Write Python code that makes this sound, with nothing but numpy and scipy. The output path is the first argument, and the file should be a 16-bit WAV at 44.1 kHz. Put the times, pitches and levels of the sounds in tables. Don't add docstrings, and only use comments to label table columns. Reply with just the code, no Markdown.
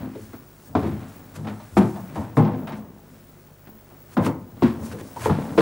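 import sys
import numpy as np
from scipy import signal
from scipy.fft import rfft, irfft, next_fast_len
from scipy.io import wavfile

SR = 44100
rng = np.random.default_rng(int(sys.argv[2]) if len(sys.argv) > 2 else 0)


def file_out(sig):
    cols = np.atleast_2d(sig).T
    lim = np.clip(cols, -1, 1)
    pcm = np.round(lim * 32767).astype(np.int16)
    wavfile.write(sys.argv[1], SR, pcm)


def undo_db(level):
    steps = np.asarray(level, float) / 20
    return 10 ** steps


N = 247401


def evened(x):
    return x / np.sqrt(np.mean(x ** 2) + 1e-20)


def read(points, hz):
    f, value = np.transpose(points)
    return np.interp(np.log(hz + 1), np.log(f + 1), value)


def coloured(x, points):
    size = next_fast_len(x.shape[-1])
    gain = undo_db(read(points, np.fft.rfftfreq(size, 1 / SR)))
    return evened(irfft(rfft(x, size) * gain, size)[..., :x.shape[-1]])


def drift(per_s):
    size = next_fast_len(N)
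    smooth = 1 / (1 + (np.fft.rfftfreq(size, 1 / SR) / per_s) ** 4)
    return evened(irfft(rfft(rng.standard_normal(size)) * smooth, size)[:N])


def grains(per_s, spread_db):
    size = undo_db(spread_db * np.minimum(rng.exponential(1, N), 4)) * rng.standard_normal(N)
    return size * (rng.random(N) < per_s / SR)


# t/s, change of the resting level/dB
RESTLESSNESS = [(0, 0), (.5, 0), (1.25, 1), (1.65, 3), (2.1, 0), (2.3, -4), (2.6, 0), (2.88, -5), (3.15, 1),
                (3.6, -2), (4.05, 0), (4.4, -4), (4.75, 1), (5.12, 2), (5.61, 4)]


def swells(peaks_s, peaks_db, rise_s, fall_s, rest_db):
    t = np.arange(0, N + 64, 64) / SR
    late = t - peaks_s[:, None]
    rise = abs(rise_s + 0 * peaks_s)[:, None]
    fall = abs(fall_s)[:, None]
    span = np.where(late < 0, -rise, fall)
    power = (undo_db(peaks_db[:, None] - 20 * late / span) ** 2).sum(0)
    power += undo_db(rest_db + np.interp(t, *np.transpose(RESTLESSNESS))) ** 2
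    return np.interp(np.arange(N) / SR, t, np.sqrt(power))


# f/Hz, relative level/dB (per Hz)
AIR_SPECTRUM = [(15, -42), (25, 7), (102, -6.5), (123, -7.5), (152, -4), (316, -16), (352, 13), (392, 6),
                (637, -3.5), (929, -6.5), (1590, -12), (11000, -31), (13500, -23), (15800, -24)]


def yard_air():
    level_db = -58 + 0.18 * drift(3.7)
    return undo_db(level_db) * coloured(rng.standard_normal(N), AIR_SPECTRUM)


# f/Hz, level/dB (rms)
MAINS_HUM = [(50, -61), (100, -57), (150, -58), (350, -65), (600, -72), (650, -72), (850, -74)]
# f/Hz, width/Hz, level/dB (rms before the shared wavering)
LINE_WHINE = [(15618, 80, -59), (15718, 70, -62.5), (15480, 300, -64), (11620, 50, -77), (11725, 60, -80)]


def electronics():
    t = np.arange(N) / SR
    hum = sum(undo_db(db) * np.sqrt(2) * np.sin(2 * np.pi * (hz * t + rng.random())) for hz, db in MAINS_HUM)
    whine = sum(undo_db(db) * np.sqrt(2) * drift(width / 2) * np.sin(2 * np.pi * hz * t)
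                for hz, width, db in LINE_WHINE)
    since_tick_s = (100 * t % 1 - .5) / 100
    field = np.exp(-since_tick_s ** 2 / .0003 ** 2) * drift(60)
    ticks = undo_db(-68) * evened(field * np.sin(2 * np.pi * 15200 * t))
    wavering = evened(undo_db(2.5 * drift(6)))
    return hum + wavering * (whine + ticks)


# f/Hz, relative level/dB (per Hz)
GRIT_SPECTRUM = [(1500, -22), (3500, -4.5), (5500, -0.5), (8000, -0.5), (11000, -2.5), (14500, -9.5),
                 (16000, -24)]
RASP_SPECTRUM = [(300, -45), (600, -13), (1000, 0), (1500, 0), (2500, -7), (4000, -14), (6000, -24),
                 (10000, -76)]
# peak t/s, 20 dB rise t/s, 20 dB fall t/s, grit level/dB, rasp level/dB
SCUFFS = [(0.0, .01, 0.4, -80, -51), (0.219, 0.12, 0.24, -55.5, -59), (0.335, -0.03, 0.1, -62, -52),
          (0.69, 0.26, 0, -57, -72), (0.77, 0.01, 0.18, -66, -42), (0.87, 0.08, 0.14, -72, -42.5),
          (1.01, 0.1, .5, -64, -51.5), (1.027, 0, 0, -57, -45.5), (1.08, 0, 0.4, -59, -65.5),
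          (1.363, 0.03, 0.03, -46, -42), (1.473, 0, 0.08, -61, -37.5), (1.778, .015, .035, -36.5, -24.5),
          (1.815, .02, .06, -56, -38), (1.86, 0.4, .5, -54, -54), (2.09, 0.3, -0.7, -68, -55.5),
          (2.158, -0.05, -0.22, -55, -47), (2.375, .02, 0.06, -46, -46), (2.4, .05, 0.29, -70.5, -42.5),
          (2.672, 0, 0.11, -57, -41), (2.722, 0, 0.09, -66, -44), (2.775, .04, .05, -58, -67),
          (3.67, -0.02, .05, -71, -53.5), (4.141, 0.07, .03, -52, -50), (4.178, .015, -0.01, -54, -33),
          (4.264, 0.0531, 0.0355, -39.5, -31), (4.63, -0.0239, 0.12, -48.5, -30),
          (4.861, .07, 0.08, -45.5, -48), (4.924, 0.03, 0.03, -47.5, -39), (5.015, 0.07, 0, -50, -43.5),
          (5.08, 0.4, -0.3, -55, -58), (5.225, .09, 0.08, -44, -43.5), (5.254, 0.0627, 0.07, -39, -32.5),
          (5.31, .015, 0.24, -56, -39), (5.43, 0.26, 3, -56, -50), (5.58, 0.0121, -0.4, -45, -23.5),
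          (5.61, 0.0443, .1, -40, -30)]


def scuffs():
    s, rise, fall, grit_db, rasp_db = np.transpose(SCUFFS)
    grit = swells(s, grit_db, rise, fall, rest_db=-63.5) * coloured(grains(15000, 1.3), GRIT_SPECTRUM)
    rasp = swells(s, rasp_db, rise, fall, rest_db=-61.5) * coloured(grains(4000, 1.55), RASP_SPECTRUM)
    for s, db, *_ in HOOF_BLOWS:
        if db > -8:
            rasp[max(round((s - .02) * SR), 0):round(s * SR)] *= .2
    return grit + rasp


# f/Hz, relative level/dB (per Hz)
SHELL_SPECTRUM = [(29, -63), (50, -41), (81, -9), (136, -8), (264, -5), (356, -20.5), (453, -16),
                  (860, -21.5), (1510, -35.5), (6000, -88), (7800, -95), (13200, -120)]
FRAME_SPECTRUM = [(55, -35), (78, 2.5), (92, 2), (118, 3), (140, -31), (200, -48)]
# peak t/s, frame level/dB, shell level/dB,
# 20 dB fall t/s of the frame (the shell takes 1.76 times as long)
WEIGHT_SHIFTS = [(0.03, -36, -34, -0.07), (0.23, -43, -56, 0.2), (0.791, -30, -35, 0.38),
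                 (0.87, -32, -39, 0.19), (1.39, -39.5, -45, .15), (1.47, -38, -41, 0.07),
                 (1.78, -28.5, -48.5, 0.06), (1.97, -42, -39, .09), (2.2, -31.5, -35, 0.14),
                 (2.39, -34, -46, 0.13), (2.59, -46, -33.5, 0.27), (4.19, -34.5, -54.5, -0.1),
                 (4.39, -42, -53, 0.5), (4.66, -35, -37, .5), (4.83, -40, -35, .2),
                 (5.28, -23.5, -33, 0.03), (5.4, -44, -27.5, 0.25), (5.61, -40, -47.5, 1)]


def trailer_shudder():
    s, frame_db, shell_db, fall = np.transpose(WEIGHT_SHIFTS)
    shell_gain = swells(s, shell_db, 0.14, 1.76 * fall, rest_db=-53.5)
    shell = shell_gain * coloured(grains(1500, 2.16), SHELL_SPECTRUM)
    frame_gain = swells(s, frame_db, 0.065, fall, rest_db=-200)
    frame = frame_gain * coloured(rng.standard_normal(N), FRAME_SPECTRUM)
    return shell + frame


def ring(modes, t, longer, swell_cycles, spread, count):
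    hz, db, t60 = np.repeat(modes, count, axis=0).T[..., None]
    phase, detune, weight = rng.random((len(hz), 3)).T[..., None]
    hz = hz * (1 + spread * (detune - .5))
    swell = 1 - np.exp(-t * hz / swell_cycles)
    gain = undo_db(db + 4 * (weight - .5) - 60 * t / (t60 * longer))
    return (swell * gain * np.sin(2 * np.pi * (hz * t + phase))).sum(0)


def clatter(x, t, longer):
    hits = rng.random(len(t)) < 1200 / SR
    rebounds = rng.standard_normal(len(t)) * hits * undo_db(-10 - 60 * t / (0.31 * longer))
    rebounds[0] = 1
    x = signal.fftconvolve(np.pad(x, (0, len(t) - len(x))), rebounds)[:len(t)]
    return x / abs(x).max()


# f/Hz, relative level/dB, t60/s before each blow's ring factor
BOARD_MODES = [(102, 3.5, 0.17), (111.7, -2.5, 0.27), (146.7, -2, 0.23), (176, -7.5, 0.33),
               (212.4, -0.5, 0.27), (247, -1.5, 0.22), (278.5, -2, 0.18), (318.7, -2.5, .2),
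               (357.5, -1, 0.19), (423.8, -1, 0.17), (487.4, 2, 0.12), (549, 2, 0.078), (617, -1, .055),
               (716, -1, .055), (860, 0, .05), (990, -2, .045), (1150, -6, .04), (1310, -8, .035),
               (1557, -13, 0.034), (1818, -12, 0.024), (2160, -17, 0.023), (2365, -15.5, 0.018),
               (2850, -23.5, 0.021), (3330, -20.5, 0.013)]


def blow(db, boom_hz, knock_db, longer):
    t = np.arange(SR // 2) / SR
    boards = np.array(BOARD_MODES)
    long_spans, short_spans = boards[boards[:, 0] < 590], boards[boards[:, 0] >= 590]
    long_spans[:, 1] -= 11 * abs(np.log2(long_spans[:, 0] / boom_hz))
    boom = ring(long_spans, t, longer, swell_cycles=1.32, spread=0.1, count=2)
    boom = undo_db(db) * clatter(boom, t, longer)

    planks = [ring(short_spans, t[:SR // 8], longer, swell_cycles=0.49, spread=.22, count=2) for _ in range(5)]
    knock = sum(clatter(plank, t, longer) for plank in planks)
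    knock *= undo_db(knock_db) / abs(knock).max()

    crack_band = signal.butter(2, [1500, 4500], "band", fs=SR, output="sos")
    hiss = signal.sosfilt(crack_band, rng.standard_normal(len(t)))
    crack_db = -34.5 + .55 * knock_db
    crack = undo_db(crack_db) * evened(hiss) * undo_db(-60 * t / 0.12)

    landing = 1 - np.exp(-t / (0.0003 * undo_db(-.6 * knock_db)))
    fade_out = signal.windows.tukey(2 * len(t), .3)[len(t):]
    return (boom + knock + crack) * landing * fade_out


# t/s, boom level/dB, boom of the boards under the hoof f/Hz, knock level/dB, ring [factor on t60]
HOOF_BLOWS = [(0.004, -26, 220, -39.5, 1.66), (0.151, -26.5, 334, -32, 0.39),
              (0.332, -29.5, 256, -34, 0.37), (0.751, -7.5, 271, -9.5, 0.51), (0.828, -16.5, 204, -28, 1),
              (1.02, -32, 204, -36.5, 0.88), (1.359, -25.5, 110, -39, 1.4), (1.445, -25.5, 214, -32, 1.01),
              (1.468, -32, 250, -27, .9), (1.598, -46.5, 102, -32, 0.64), (1.768, -2.5, 207, -7.5, 0.84),
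              (1.957, -35.5, 99.6, -31.5, 1.2), (2.076, -32.5, 223, -45.5, 2), (2.156, -23, 247, -24, 1.3),
              (2.207, -41, 91.5, -38, 2.2), (2.369, -3.5, 162, -12.5, 0.78),
              (2.446, -17.5, 247, -22.5, 1.52), (2.669, -30, 219, -27.5, 1.27),
              (2.719, -25, 228, -27.5, 0.59), (3.669, -37, 244, -40.5, 0.79), (3.898, -52, 170, -42, 0.78),
              (4.168, -7, 177, -15, 0.94), (4.262, -13, 232, -17, 0.85), (4.566, -38, 205, -37, 0.66),
              (4.622, -3.5, 252, -12.5, 0.59), (4.918, -28.5, 395, -38.5, 1.1),
              (5.008, -29, 411, -35, 0.23), (5.159, -36, 410, -30, .8), (5.217, -40, 410, -30, .8),
              (5.257, -12.5, 410, -11.5, 0.53), (5.296, -10.5, 150, -14, 0.54),
              (5.577, -2.5, 333, -12, 0.63)]


def hoof_blows():
    out = np.zeros(N + SR)
    for s, *stroke in HOOF_BLOWS:
        sound = blow(*stroke)
        out[round(s * SR):][:len(sound)] += sound
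    return out[:N]


# f/Hz, t60/s
ECHO_DECAY = [(100, 0.71), (300, 0.63), (1000, 0.59), (3000, 0.29), (10000, 0.37)]


def yard_echo(x):
    hz, t, z = signal.stft(rng.standard_normal(SR), SR, nperseg=256)
    decay = undo_db(-60 * t / read(ECHO_DECAY, hz)[:, None])
    tail = signal.istft(z * decay * (t > .012), SR, nperseg=256)[1]
    return signal.fftconvolve(x, tail / np.linalg.norm(tail))[:N]


# t/s, f/Hz, level/dB, time to fade 20 dB t/s
FITTINGS = [(0.155, 420, -36, .05), (1.975, 720, -38, .04), (1.975, 1050, -42, .035),
            (2.08, 2280, -56, .06), (2.71, 2300, -52, .07), (5.16, 950, -34, .04), (5.295, 1050, -28, .02)]


def clinks():
    out = np.zeros(N + SR)
    for s, hz, db, length in FITTINGS:
        t = np.arange(0, 2 * length, 1 / SR)
        r = np.exp(-np.pi * .06 * hz / SR)
        resonance = [1, -2 * r * np.cos(2 * np.pi * hz / SR), r * r]
        chatter = signal.lfilter([1], resonance, rng.standard_normal(len(t)))
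        gain = undo_db(db - 20 * (t / length) ** 2) * np.minimum(t / .005, 1)
        out[round(s * SR):][:len(t)] += gain * evened(chatter)
    return out[:N]


def scene():
    air = yard_air()
    camera = electronics()
    horse = scuffs() + trailer_shudder() + hoof_blows() + clinks()
    horse = signal.sosfilt(signal.butter(2, 65, "high", fs=SR, output="sos"), horse)
    return np.tile(horse + undo_db(-14) * yard_echo(horse) + air + camera, (2, 1))


def roll_off(x):
    return signal.sosfilt(signal.butter(12, 16950, fs=SR, output="sos"), x)


# f/Hz, left minus right level/dB
TRACK_LEAN = [(60, 2.0), (240, 2.0), (950, 1.0), (3770, 0.5), (15000, 1.0)]


def record(dry):
    squashed = 0.69 * np.tanh(dry / .7)
    hissing = squashed + undo_db(-85.5) * rng.standard_normal((2, N))
    size = next_fast_len(N)
    hz = np.fft.rfftfreq(size, 1 / SR)
    side = np.array([[.5], [-.5]])
    balance = undo_db(side * read(TRACK_LEAN, hz))
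    skew = np.exp(2j * np.pi * hz * side * 5.5e-6)
    edge = 1 / (1 + (hz / 15790) ** 400)
    tracks = irfft(rfft(hissing, size) * balance * skew * edge, size)[:, :N]
    return roll_off(tracks)


dry = scene()
out = record(dry)
file_out(out)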